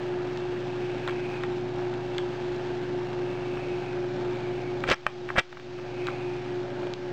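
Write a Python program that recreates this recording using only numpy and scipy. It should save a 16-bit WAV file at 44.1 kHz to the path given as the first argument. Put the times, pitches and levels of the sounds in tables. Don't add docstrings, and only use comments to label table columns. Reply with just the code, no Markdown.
import sys
import numpy as np
from scipy import signal
from scipy.fft import rfft, irfft
from scipy.io import wavfile
from scipy.ndimage import uniform_filter1d, map_coordinates

SR = 44100
rng = np.random.default_rng(int(sys.argv[2]) if len(sys.argv) > 2 else 0)


def digitize_waveform(pressure):
    field = np.atleast_2d(pressure).T
    bounded = np.clip(field, -1, 1)
    quanta = np.round(bounded * 32767).astype(np.int16)
    wavfile.write(sys.argv[1], SR, quanta)


def volts_from_db(level):
    exponent = np.asarray(level, float) / 20
    return 10 ** exponent


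N = 313992
TIME = np.arange(N) / SR
STORE_HZ, STORE_OFFSET = 11024, .4377


def curve(rows, col=1):
    return np.interp(TIME, [r[0] for r in rows], [r[col] for r in rows])


def unit(x):
    return x / np.sqrt(np.mean(x ** 2))


def band(x, hz, width_hz):
    return unit(signal.lfilter(*signal.iirpeak(hz, hz / width_hz, fs=SR), x))


def walk(rate_hz):
    hold = int(SR / rate_hz)
    steps = np.repeat(rng.standard_normal(N // hold + 1), hold)
    return unit(uniform_filter1d(uniform_filter1d(steps, hold), hold)[:N])


def sine(phase):
    return np.sqrt(2) * np.sin(phase + 2 * np.pi * rng.random())


def add(out, s, sound):
    i = int(s * SR)
    out[i:i + len(sound)] += sound[:N - i]


def hiss():
    return volts_from_db(-63) * band(rng.standard_normal(N), 2190, 3000.)


def tail(x):
    t = np.arange(6000) / SR
    t60_s = .18
    bands = sum(band(rng.standard_normal(len(t)), hz, 300.) for hz in (800, 2300, 3200))
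    ringing = bands * volts_from_db(-60 * t / t60_s)
    return volts_from_db(-17) * signal.fftconvolve(x, ringing / np.sqrt(np.sum(ringing ** 2)))[:N]


def crack(hz, width_hz, decay_s=.0007):
    burst = rng.standard_normal(2048) * np.exp(-np.arange(2048) / SR / decay_s)
    out = band(band(burst, hz, width_hz), hz, 1.3 * width_hz)
    return out / abs(out).max()


def jolt():
    t = np.arange(2048) / SR
    push_s = 0.0017
    push = 0.13 * t / push_s * np.exp(1 - t / push_s)
    panels = np.sin(2 * np.pi * 259.0 * t) + 2.05 * np.sin(2 * np.pi * 574.0 * t)
    return push + panels * np.exp(-t / 0.0024)


# pitch in Hz, level in dB, 60 dB decay in seconds.
SHELL_MODES = [(570, -8, .03), (850, -7, .024), (1150, -3, .022), (1345, -1, .022), (1600, -1, .022),
               (1900, -1, .02), (2310, -2, .018), (2650, -4, .016), (3150, -5, .016), (3600, -14, .012),
               (4600, -24, .012), (5130, -22, .012)]


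def ring(centre_hz, crack_db, decay_share, crack_hz, spread=0.73):
    t = np.arange(2048) / SR
    hz, db, t60 = np.transpose(SHELL_MODES)[:, :, None]
    chance = rng.standard_normal((3, len(hz), 1))
    nearness = np.exp(-(np.log(hz / centre_hz) / spread) ** 2)
    gain = volts_from_db(.6 * db + chance[0]) * nearness
    phase = 2 * np.pi * hz * (1 + .03 * chance[1]) * t + 3 * chance[2]
    push = 1 - np.exp(-(t / .0005) ** 2)
    modes = push * (gain * np.sin(phase) * volts_from_db(-60 * t / (decay_share * t60))).sum(axis=0)
    both = modes / abs(modes).max() + volts_from_db(crack_db + 12.0) * crack(crack_hz, 1200.0)
    return np.r_[np.zeros(30), both / abs(both).max()]


# start in seconds, peak in dB, ring centre in Hz, crack in dB.
FINGER_TICKS = [(1.0757, -19, 1300, -14), (1.084, -22, 1500, -29), (1.0942, -24, 1830, -19),
                (1.1076, -31, 2510, -39), (1.3358, -37, 2480, -18), (1.436, -25.5, 2400, -25),
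                (1.4347, -21.5, 1260, -18), (2.1814, -19, 2960, -4), (2.1845, -26, 1280, -30),
                (3.571, -29, 1690, -43), (3.7588, -38, 2480, -16), (3.93, -30.5, 1710, -17),
                (4.358, -32, 1550, -12), (4.804, -33, 1472, -1), (4.8373, -16.5, 1280, -31),
                (4.8762, -23, 1500, -30), (5.2885, -23.5, 1805, -38), (5.3014, -19.5, 1214, -38),
                (5.3618, -14.5, 1180, -36), (5.371, -17.5, 1800, -39), (5.5256, -30.5, 1150, -27),
                (5.57, -31, 1200, -35), (5.5966, -34, 1840, -25), (5.787, -34.5, 1210, -29.5),
                (6.069, -21, 1500, -8.5), (6.077, -25, 1700, -26), (6.084, -19, 1120, -36),
                (6.103, -34, 2530, -28)]


def ticks():
    out = np.zeros(N)
    for s, db, hz, crack_db in FINGER_TICKS:
        add(out, s, volts_from_db(db) * ring(hz, crack_db, .82, 3640))
    return out


# start in seconds, peak in dB.
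DRY_SNAPS = [
    (0.3735, -27),
    (1.939, -27.5),
    (2.1814, -19.5),
    (6.937, -18),
]


def snaps():
    out = np.zeros(N)
    for s, db in DRY_SNAPS:
        add(out, s + 0.00051, volts_from_db(db) * crack(3700., 3000., decay_s=0.000071))
    return out


# start in seconds, peak in dB, ring centre in Hz, crack in dB, jolt in dB relative to the peak.
SHELL_SLIPS = [(4.8835, -22, 2900, -12, -24), (4.888, -12, 2900, -14, -8), (4.8968, -23, 1200, -16, 1.5),
               (4.8995, -12.5, 2100, -10, -12), (4.908, -30, 2600, -20, -14), (4.912, -11, 2330, -18, -6),
               (4.9153, -11, 2000, -16, -11.5), (4.918, -12, 2500, -24, -21), (4.925, -9.5, 2500, -23, -16),
               (4.9315, -16.5, 1400, -15, -18), (4.936, -16, 1300, -20, -16),
               (4.941, -21, 2500, -14.5, -13), (5.0645, -6, 1500, -32, -19.5),
               (5.3565, -26, 1140, -30, -1.5), (5.374, -17, 1700, -38, -13), (5.377, -16, 1290, -33, -17),
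               (5.3806, -11.5, 1900, -32, -6), (5.382, -6.5, 1300, -27, -9), (5.386, -10, 1900, -21, -19),
               (5.393, -10.5, 2300, -11.5, -26), (5.3955, -17, 2800, -21, -22),
               (5.398, -24, 1300, -20, -13)]


def slips():
    out = np.zeros(N)
    for s, db, hz, crack_db, jolt_db in SHELL_SLIPS:
        add(out, s + 0.00037, volts_from_db(db) * ring(hz, crack_db - 0.5, 0.83, crack_hz=5230.0, spread=0.94))
        add(out, s, volts_from_db(db + jolt_db - 4) * jolt() * rng.choice([-1, 1]))
    return out


# start in seconds, peak in seconds, end in seconds, peak in dB.
SHELL_CREAKS = [
    (4.869, 4.921, 4.948, -7.5),
    (5.361, 5.392, 5.412, -9),
]


def scrapes():
    grit = volts_from_db(3.5 * walk(500.)) * rng.standard_normal(N)
    scrape = unit(sum(volts_from_db(.6 * db) * band(band(grit, hz, 350.), hz, 350.) for hz, db, _ in SHELL_MODES))
    out = np.zeros(N)
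    for start, peak, end, db in SHELL_CREAKS:
        swell = [(start - .004, -90), (start, db - 16), (peak, db), (end, db - 29), (end + .004, -90)]
        out += volts_from_db(curve(swell) - 13) * scrape
    return out


# start in seconds, gain reached in dB.
GAIN_DUCKS = [
    (4.914, -20),
    (5.066, -10.5),
    (5.39, -27),
    (6.085, -1),
    (6.922, -6),
]


def camera_gain():
    full_db, backed_off_db, duck_s, recover_per_s = -.5, -1.43, 0.027, 1.2
    out = np.where(TIME < GAIN_DUCKS[0][0], volts_from_db(full_db), volts_from_db(full_db + backed_off_db))
    for s, db in GAIN_DUCKS:
        falling = 1 - (1 - volts_from_db(db)) * (TIME - s) / duck_s
        climbing = volts_from_db(db) + recover_per_s * (TIME - s - duck_s)
        out = np.minimum(out, np.maximum(falling, climbing))
    return out


def teeth():
    mesh_hz, depth = 180.8, 0.32
    mesh = 1 + depth * np.sin(2 * np.pi * mesh_hz * TIME)
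    return mesh * volts_from_db(1.3 * walk(300.)) * rng.standard_normal(N)


# centre in Hz, width in Hz, level in dB.
SQUEAK_BANDS = [(2278, 150, 1), (2480, 170, -1.5), (2660, 130, -3.5), (3984, 470, -16)]
# full load in seconds, level in dB, squeal in Hz.
ROLLER_PRESSES = [
    (1.08, -45, 2560),
    (2.1, -53, 2660),
    (3.6, -46.5, 2600),
    (4.45, -49.5, 2315),
    (6.049, -45.5, 2504),
]


def rollers():
    rise_db_s, hold_s, fall_db_s, rest_db = 15, .28, 42, -55.5
    sag_hz_s, squeal_width_hz = 229.9, 300.
    s, db, hz = np.transpose(ROLLER_PRESSES)[:, :, None]
    late = TIME - s
    load = db - rise_db_s * np.maximum(-late, 0) - fall_db_s * np.maximum(late - hold_s, 0)
    pitches = hz - sag_hz_s * np.clip(late, -.5, .5)
    strongest = load.argmax(axis=0)[None]
    pitch = np.take_along_axis(pitches, strongest, axis=0)[0]
    rub = teeth()
    hoarse = unit(sum(volts_from_db(d + 1.6 * walk(5.)) * band(rub, c, w) for c, w, d in SQUEAK_BANDS))
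    turn = 2 * np.pi * np.cumsum(pitch) / SR
    squeal = walk(squeal_width_hz) * np.cos(turn) + walk(squeal_width_hz) * np.sin(turn)
    level = volts_from_db(np.maximum(load.max(axis=0), rest_db) - 3.5)
    return level * (hoarse + volts_from_db(-2 + 1.5 * walk(16.)) * squeal)


# pitch in Hz, level in dB per Hz.
RASP_SPECTRUM = [(30, -22), (48, -3), (70, -7), (100, -12), (170, -3), (300, -0.5), (500, -6.5),
                 (900, -4.5), (1050, -11), (1700, -11), (1950, -15.5), (2700, -17), (3500, -19),
                 (5000, -25)]


def rasp():
    hz, db = np.transpose(RASP_SPECTRUM)
    f = np.maximum(np.arange(N // 2 + 1) * SR / N, 1)
    spectrum = rfft(teeth()) * volts_from_db(np.interp(np.log(f), np.log(hz), db, left=-30))
    out = 0
    for octave in np.arange(4, 14):
        share = np.clip(1 - abs(np.log2(f) - octave), 0, 1)
        out = out + volts_from_db(1.3 * walk(9.)) * irfft(spectrum * share, N)
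    return volts_from_db(-40) * unit(out)


# centre in Hz, width in Hz, level in dB.
HOUSING_PANELS = [(352, 40, -50), (543, 40, -51), (582.8, 20, -55.5), (681.3, 50, -51.5), (811.6, 60, -54),
                  (1594, 200, -56.5)]


def panels():
    return sum(volts_from_db(db + 2.2 * walk(4.)) * band(rng.standard_normal(N), hz, width)
               for hz, width, db in HOUSING_PANELS)


# time in seconds, pitch in Hz.
MOTOR_DRIFT = [
    (0, 144.3),
    (2, 145.9),
    (3, 144.7),
    (4, 143.6),
    (5, 142.8),
    (7.12, 142.5),
]
MOTOR_DB = [-46, -56, -64, -59]


def slow_motor():
    turn = 2 * np.pi * np.cumsum(curve(MOTOR_DRIFT)) / SR
    return sum(volts_from_db(db + 1.5 * k * walk(4.)) * sine((k + 1) * turn) for k, db in enumerate(MOTOR_DB))


# time in seconds, beats so far, level in dB under the whine.
ROTOR_BEATS = [
    (0, -.47, -15.5),
    (2.4, 6.56, -13),
    (3.2, 9.89, -12.5),
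    (4.5, 14.91, -11.5),
    (5.1, 17.59, -12),
    (7.12, 25.04, -12.5),
]


def field():
    whine_turns = 359.96 * TIME
    mains = 2 * np.pi * whine_turns / 6
    rotor = 2 * np.pi * (whine_turns - curve(ROTOR_BEATS)) / 8
    return mains, rotor


# pitch in Hz, level in dB.
GEAR_TONES = [(164.5, -56.0), (233.8, -58.5), (236.2, -57.5), (285.7, -49), (298.3, -56.5), (365.2, -54),
              (387.6, -55), (571.8, -58.0), (827.0, -62), (886.1, -57.0), (1122.4, -69.5), (1739.5, -70.5),
              (2249.7, -65.5), (2969.7, -75)]
MAINS_DB = {1: -62, 2: -42.5, 4: -56, 7: -62, 8: -61, 12: -55, 20: -66}
ROTOR_DB = {3: -63, 4: -53.5, 5: -56, 6: -53, 9: -54, 12: -57.5, 16: -56, 17: -60.5, 18: -54, 36: -64.5}


def hum():
    mains, rotor = field()
    tones = [(hz, db, 2 * np.pi * hz * TIME) for hz, db in GEAR_TONES]
    tones += [(k * 60, db, k * mains) for k, db in MAINS_DB.items()]
    tones += [(k * 44.5, db, k * rotor) for k, db in ROTOR_DB.items()]
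    out = np.zeros(N)
    for hz, db, phase in tones:
        waver_db = .012 * hz ** .5 * 6.0 * walk(3.)
        out += volts_from_db(db + waver_db - hz / 900) * sine(phase)
    return out


def whine():
    mains, rotor = field()
    tone = volts_from_db(0.5 * walk(8.)) * np.sin(6 * mains + .08 * walk(5.))
    beat = volts_from_db(curve(ROTOR_BEATS, col=2) + 1.5 * walk(3.)) * np.sin(8 * rotor)
    return volts_from_db(-32) * np.sqrt(2) * (tone + beat)


def scene():
    gain = camera_gain()
    pumps = gain * (rollers() + rasp() + panels() + slow_motor() + hum() + whine())
    handling = ticks() + snaps() + slips() + scrapes()
    return (hiss() + np.sqrt(gain) * tail(handling) + handling + pumps)[None]


def store(x):
    step = 1 / 128.5
    places = (np.arange(-2, N * STORE_HZ // SR + 4) + STORE_OFFSET) * SR / STORE_HZ
    return step * np.floor(map_coordinates(x, [places], order=3, mode="nearest") / step + .06)


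def stretch(stored):
    where = np.arange(N) * STORE_HZ / SR - STORE_OFFSET + 2
    k = where.astype(int)
    u = where - k
    a, b, c, d = stored[k - 1], stored[k], stored[k + 1], stored[k + 2]
    outer = (-u * (u - 1) * (u - 2) * a + (u + 1) * u * (u - 1) * d) / 6
    inner = (u + 1) * (u - 2) * ((u - 1) * b - u * c) / 2
    return outer + inner


def band_limit(x):
    return signal.sosfilt(signal.butter(12, 16480, fs=SR, output="sos"), x)


def record(dry):
    soft = signal.sosfiltfilt(signal.butter(3, 6500., fs=SR, output="sos"), dry[0])
    soft = .6 * np.tanh(soft / .6)
    wide = stretch(store(soft))
    wide = signal.sosfiltfilt(signal.ellip(8, .05, 40, 15850., fs=SR, output="sos"), wide)
    return band_limit(wide[None])


dry = scene()
out = record(dry)
digitize_waveform(out)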